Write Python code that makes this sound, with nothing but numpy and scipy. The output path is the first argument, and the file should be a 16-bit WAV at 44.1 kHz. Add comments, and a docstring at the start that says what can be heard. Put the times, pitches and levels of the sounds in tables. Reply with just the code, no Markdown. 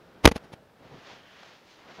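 """A hand on ice-fishing gear knocks and scrapes against a body-worn camera: each touch pushes on the
microphone through the housing, so close that the hardest knock overloads the input.
Then the sleeves of a winter jacket swish softly, cloth on cloth, as rod and ice scoop are moved.
The jacket rubs dully on the camera mount, and a bed of quiet outdoor air lies under it all."""
import sys
import numpy as np
from scipy import signal
from scipy.fft import rfft, irfft
from scipy.io import wavfile
from scipy.ndimage import uniform_filter1d

SR = 44100
rng = np.random.default_rng(int(sys.argv[2]) if len(sys.argv) > 2 else 0)


def transcribe(signal):
    """Save signal, clipped to [-1, 1], as a 16-bit WAV file at the path in sys.argv[1]."""
    frames = np.atleast_2d(signal).T
    limited = np.clip(frames, -1, 1)
    pcm = np.round(limited * 32767).astype(np.int16)
    wavfile.write(sys.argv[1], SR, pcm)


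N = 88200

# tone of the outdoor air: f/Hz, relative level/dB
AIR_COLOUR = [(20, -17.5), (60, -5.5), (170, -0.5), (300, -2), (550, -1), (1100, -10), (1550, -9),
              (2100, -16.5), (3200, -19), (5500, -26.5), (7800, -38.5), (16000, -56.5)]
# slow swell and ebb of the air: t/s, level/dB
AIR_RIDE = [(0, -55), (.2, -54.5), (.42, -53), (.6, -57), (0.722, -59.5), (1.2, -59), (1.65, -61),
            (2, -57.5)]
# jacket rubbing the camera mount: peak t/s, rise/s, fall/s, level/dB
MOUNT_RUBS = [(0.161, .01, .01, -54), (.445, 0.014, 0.02, -52.5), (0.814, 0.0076, .012, -50),
              (.855, 0.011, 0.011, -53.5), (.94, 0.038, 0.037, -47.5), (1.125, 0.033, 0.022, -56),
              (1.905, 0.0094, 0.012, -65), (1.995, 0.013, .02, -50)]
# dull tone of those rubs: f/Hz, relative level/dB
RUB_COLOUR = [(20, -20), (70, -4), (150, 2.5), (330, -3), (560, -3.5), (1000, -13), (3000, -34),
              (16000, -73)]
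# gritty scuffs on the housing: peak t/s, rise/s, fall/s, level/dB
HOUSING_SCUFFS = [(0.246, .005, .004, -29), (0.2554, 0.00067, .0006, 1), (0.2581, 0.00025, .0005, 4),
                  (.268, .0015, 0.00075, -32), (0.277, .0014, 0.0018, -22), (0.2881, .004, 0.0049, -28.5),
                  (0.3171, .0022, .005, -32), (.365, 0.0079, 0.0051, -36), (0.38, 0.0025, 0.0028, -44.5),
                  (.445, 0.011, 0.012, -56), (0.533, 0.0055, 0.0076, -43.5)]
# knocks that catch, drag and let go: start t/s, length/s, push level/dB, grit level/dB
HAND_KNOCKS = [(0.2464, 0.0016, -5, -19), (0.2539, 0.00063, 6.5, -2), (0.2564, 0.0011, 7, 2.5),
               (0.2596, .0014, 1.5, -1.5), (0.2747, 0.00019, -3, -14.5), (0.2755, .0020, -1, -6.5),
               (0.2798, 0.00033, -13.5, -20.5), (0.2809, .0008, -13, -20.5), (0.3134, 0.0024, -14.5, -30),
               (0.3183, 0.0019, -17.5, -27), (0.3591, 0.00226, -16, -31.5), (0.3643, 0.0016, -21.5, -26.5),
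               (0.5194, 0.0016, -33, -58.5), (0.5355, 0.0034, -29, -44)]
# tone of a touch heard through the housing: f/Hz, relative level/dB
HOUSING_COLOUR = [(20, -7.5), (60, 9.5), (150, 0.5), (300, -6.5), (480, 0.5), (800, -2), (1500, -8),
                  (3000, -7.5), (4200, -13), (6800, -18.5), (7600, -27.5), (8000, -38), (9200, -22.5),
                  (12500, -29), (16000, -48.5)]
# short ringing tones that colour the knocks: f/Hz, level/dB, t60/s
KNOCK_TONES = [(286, -42.5, 0.1), (368, -51.5, .05), (467, -42, 0.074), (695, -39.5, 0.019),
               (860, -46.5, .04), (1433, -47.5, .03), (1860, -49.5, 0.019), (2820, -58, 0.05)]
# sleeve strokes: peak t/s, rise/s, fall/s, level/dB, tilt/(dB per octave)
SLEEVE_SWISHES = [(0.859, 0.054, 0.045, -57.5, -1.5), (0.951, 0.076, 0.051, -53.5, -1.5),
                  (1.11, 0.092, 0.075, -48, -0.3), (1.29, 0.034, 0.12, -62.5, 1.5),
                  (1.432, .002, 0.0042, -46, -0.6), (1.468, 0.15, 0.13, -53.5, .5),
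                  (1.711, 0.055, 0.092, -59, 2.25), (1.82, 0.034, 0.098, -55.5, -1.3),
                  (1.905, 0.029, 0.047, -48.5, -1.9), (1.959, 0.022, 0.056, -53.5, 1.1),
                  (1.995, 0.012, .03, -45, -6)]
# tone of the jacket cloth: f/Hz, relative level/dB
CLOTH_COLOUR = [(20, -42.5), (60, -36.5), (130, -18.5), (300, -6), (520, -2.5), (1100, -3), (2100, -6),
                (2600, -7.5), (3200, -8), (4500, -11.5), (6400, -19), (7300, -25.5), (8000, -35.5),
                (16000, -54)]
# upper-mid rasp of the cloth: f/Hz, relative level/dB
RASP_COLOUR = [(20, -39.5), (900, -30), (1500, 2), (2000, -1), (2600, -3.5), (3050, 1.5), (3400, -0.5),
               (3900, -24), (16000, -65.5)]


def amp(db):
    """Decibels to gain."""
    return 10 ** (np.asarray(db) / 20)


def unit(x):
    """Scales to an rms of one."""
    return x / np.sqrt(np.mean(x ** 2) + 1e-20)


def eq_gain(colour, hz):
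    """Gain of an EQ curve drawn on a log-frequency axis."""
    f, db = np.transpose(colour)
    return amp(np.interp(np.log(hz + 1), np.log(f + 1), db))


def add(mix, start_s, sound):
    """Drops a sound into the mix."""
    part = mix[max(round(start_s * SR), 0):][:len(sound)]
    part += sound[:len(part)]


def noise(colour, tilt_db=0, pivot_hz=1016):
    """Coloured noise, tilted by tilt_db per octave."""
    hz = np.fft.rfftfreq(N, 1 / SR)
    tilt = amp(tilt_db * np.log2((hz + 20) / pivot_hz))
    return irfft(rfft(rng.standard_normal(N)) * unit(eq_gain(colour, hz)) * tilt, N)


def impulse_response(colour, size=4096):
    """Minimum-phase response of an EQ curve, with unit energy."""
    log_gain = np.log(eq_gain(colour, abs(np.fft.fftfreq(size, 1 / SR))))
    spectrum = np.exp(np.conj(signal.hilbert(log_gain)))
    response = np.fft.ifft(spectrum).real[:size // 2]
    return response / np.linalg.norm(response)


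def filtered(x, hz, kind):
    """Gentle low-pass or high-pass."""
    return signal.lfilter(*signal.butter(1, hz, kind, fs=SR), x)


def stroke(peak_s, rise_s, fall_s, db):
    """Envelope of a rubbing stroke: a rounded top with exponential flanks."""
    t = np.arange(N) / SR - peak_s
    flank_s = np.where(t < 0, rise_s, fall_s)
    return amp(db) * np.exp(1 - np.sqrt(1 + 2 * (t / flank_s) ** 2))


def air(hiss_db=-76):
    """A quiet outdoor wash over steady microphone hiss."""
    level_db = np.interp(np.arange(N) / SR, *np.transpose(AIR_RIDE))
    return amp(level_db) * noise(AIR_COLOUR) + amp(hiss_db) * rng.standard_normal(N)


def mount_rubs():
    """The jacket drags over the camera mount in short, dull rubs."""
    return noise(RUB_COLOUR) * sum(stroke(*rub) for rub in MOUNT_RUBS)


def scuffs(slips_per_s=7000, spread_db=2):
    """The hand scrapes the housing: a dense crackle of tiny slips of uneven size."""
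    size = amp(spread_db * np.minimum(rng.exponential(1, N), 2))
    polarity = rng.choice([-1., 1.], N)
    slipping = rng.random(N) < slips_per_s / SR
    return unit(size * polarity * slipping) * sum(stroke(*scuff) for scuff in HOUSING_SCUFFS)


def knocks(release_s=0.0001, press_curve=0.7, leak_hz=150, coupling_hz=45):
    """Each knock presses on the housing, grit crackling under it, and lets go: gives thump and grit."""
    push, grit = np.zeros(N), np.zeros(N)
    t = np.arange(SR // 100) / SR
    for start, length, push_db, grit_db in HAND_KNOCKS:
        press = np.minimum(t / length, 1)
        release = np.exp(-np.maximum(t - length, 0) / release_s)
        crackle = rng.choice([-1., 1.], len(t))
        add(push, start, amp(push_db) * press ** press_curve * release)
        add(grit, start, amp(grit_db) * np.sqrt(press) * release * crackle)
    pressure = filtered(push, leak_hz, "high")  # pressure leaks out of the microphone port
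    pressure = filtered(pressure, coupling_hz, "high")
    return filtered(pressure, 3500, "low"), filtered(grit, 250, "high")


def ring_and_tail(tail_db=-43.5, tail_t60_s=0.13, tail_top_hz=1458):
    """Short ringing tones, then a faint, dull outdoor tail."""
    t = np.arange(SR // 2) / SR
    tones = sum(amp(db - 60 * t / t60) * np.cos(2 * np.pi * hz * t) for hz, db, t60 in KNOCK_TONES)
    tail = filtered(rng.standard_normal(len(t)), tail_top_hz, "low") * amp(-60 * t / tail_t60_s)
    return tones + amp(tail_db) * tail / np.linalg.norm(tail)


def handling():
    """Knocks thump the microphone, friction comes through the housing; both get a short ring and tail."""
    body = impulse_response(HOUSING_COLOUR)
    thump, grit = knocks()
    friction = grit + scuffs()
    force = friction + thump / abs(rfft(body)).max()
    scrape = signal.fftconvolve(friction, body)[:N]
    decay = signal.fftconvolve(force, ring_and_tail())[:N]
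    return thump + scrape + decay


def sleeves():
    """Cloth slides over cloth in overlapping swishes, bright or dark, with one long, faint rasp."""
    swishes = sum(stroke(*shape) * noise(CLOTH_COLOUR, tilt) for *shape, tilt in SLEEVE_SWISHES)
    rasp = stroke(peak_s=1.34, rise_s=0.21, fall_s=0.1, db=-59) * noise(RASP_COLOUR)
    return swishes + rasp


def jacket(flutter_db=0.74, flutter_s=0.012):
    """Rubs and sleeves flutter together in level as the folds catch."""
    flutter = unit(uniform_filter1d(rng.standard_normal(N), int(flutter_s * SR)))
    return (mount_rubs() + sleeves()) * amp(flutter_db * flutter)


def scene():
    """Close handling and soft cloth over the bed of air, in mono."""
    return (handling() + jacket() + air())[None]


def record(dry, knee=15, top_hz=15800):
    """The input overloads at full scale, then a steep high cut takes off the very top."""
    clipped = dry / (1 + abs(dry) ** knee) ** (1 / knee)
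    high_cut = signal.firwin(255, top_hz, window=("kaiser", 8), fs=SR)
    return signal.oaconvolve(clipped, high_cut[None], "same")


dry = scene()
out = record(dry)
transcribe(out)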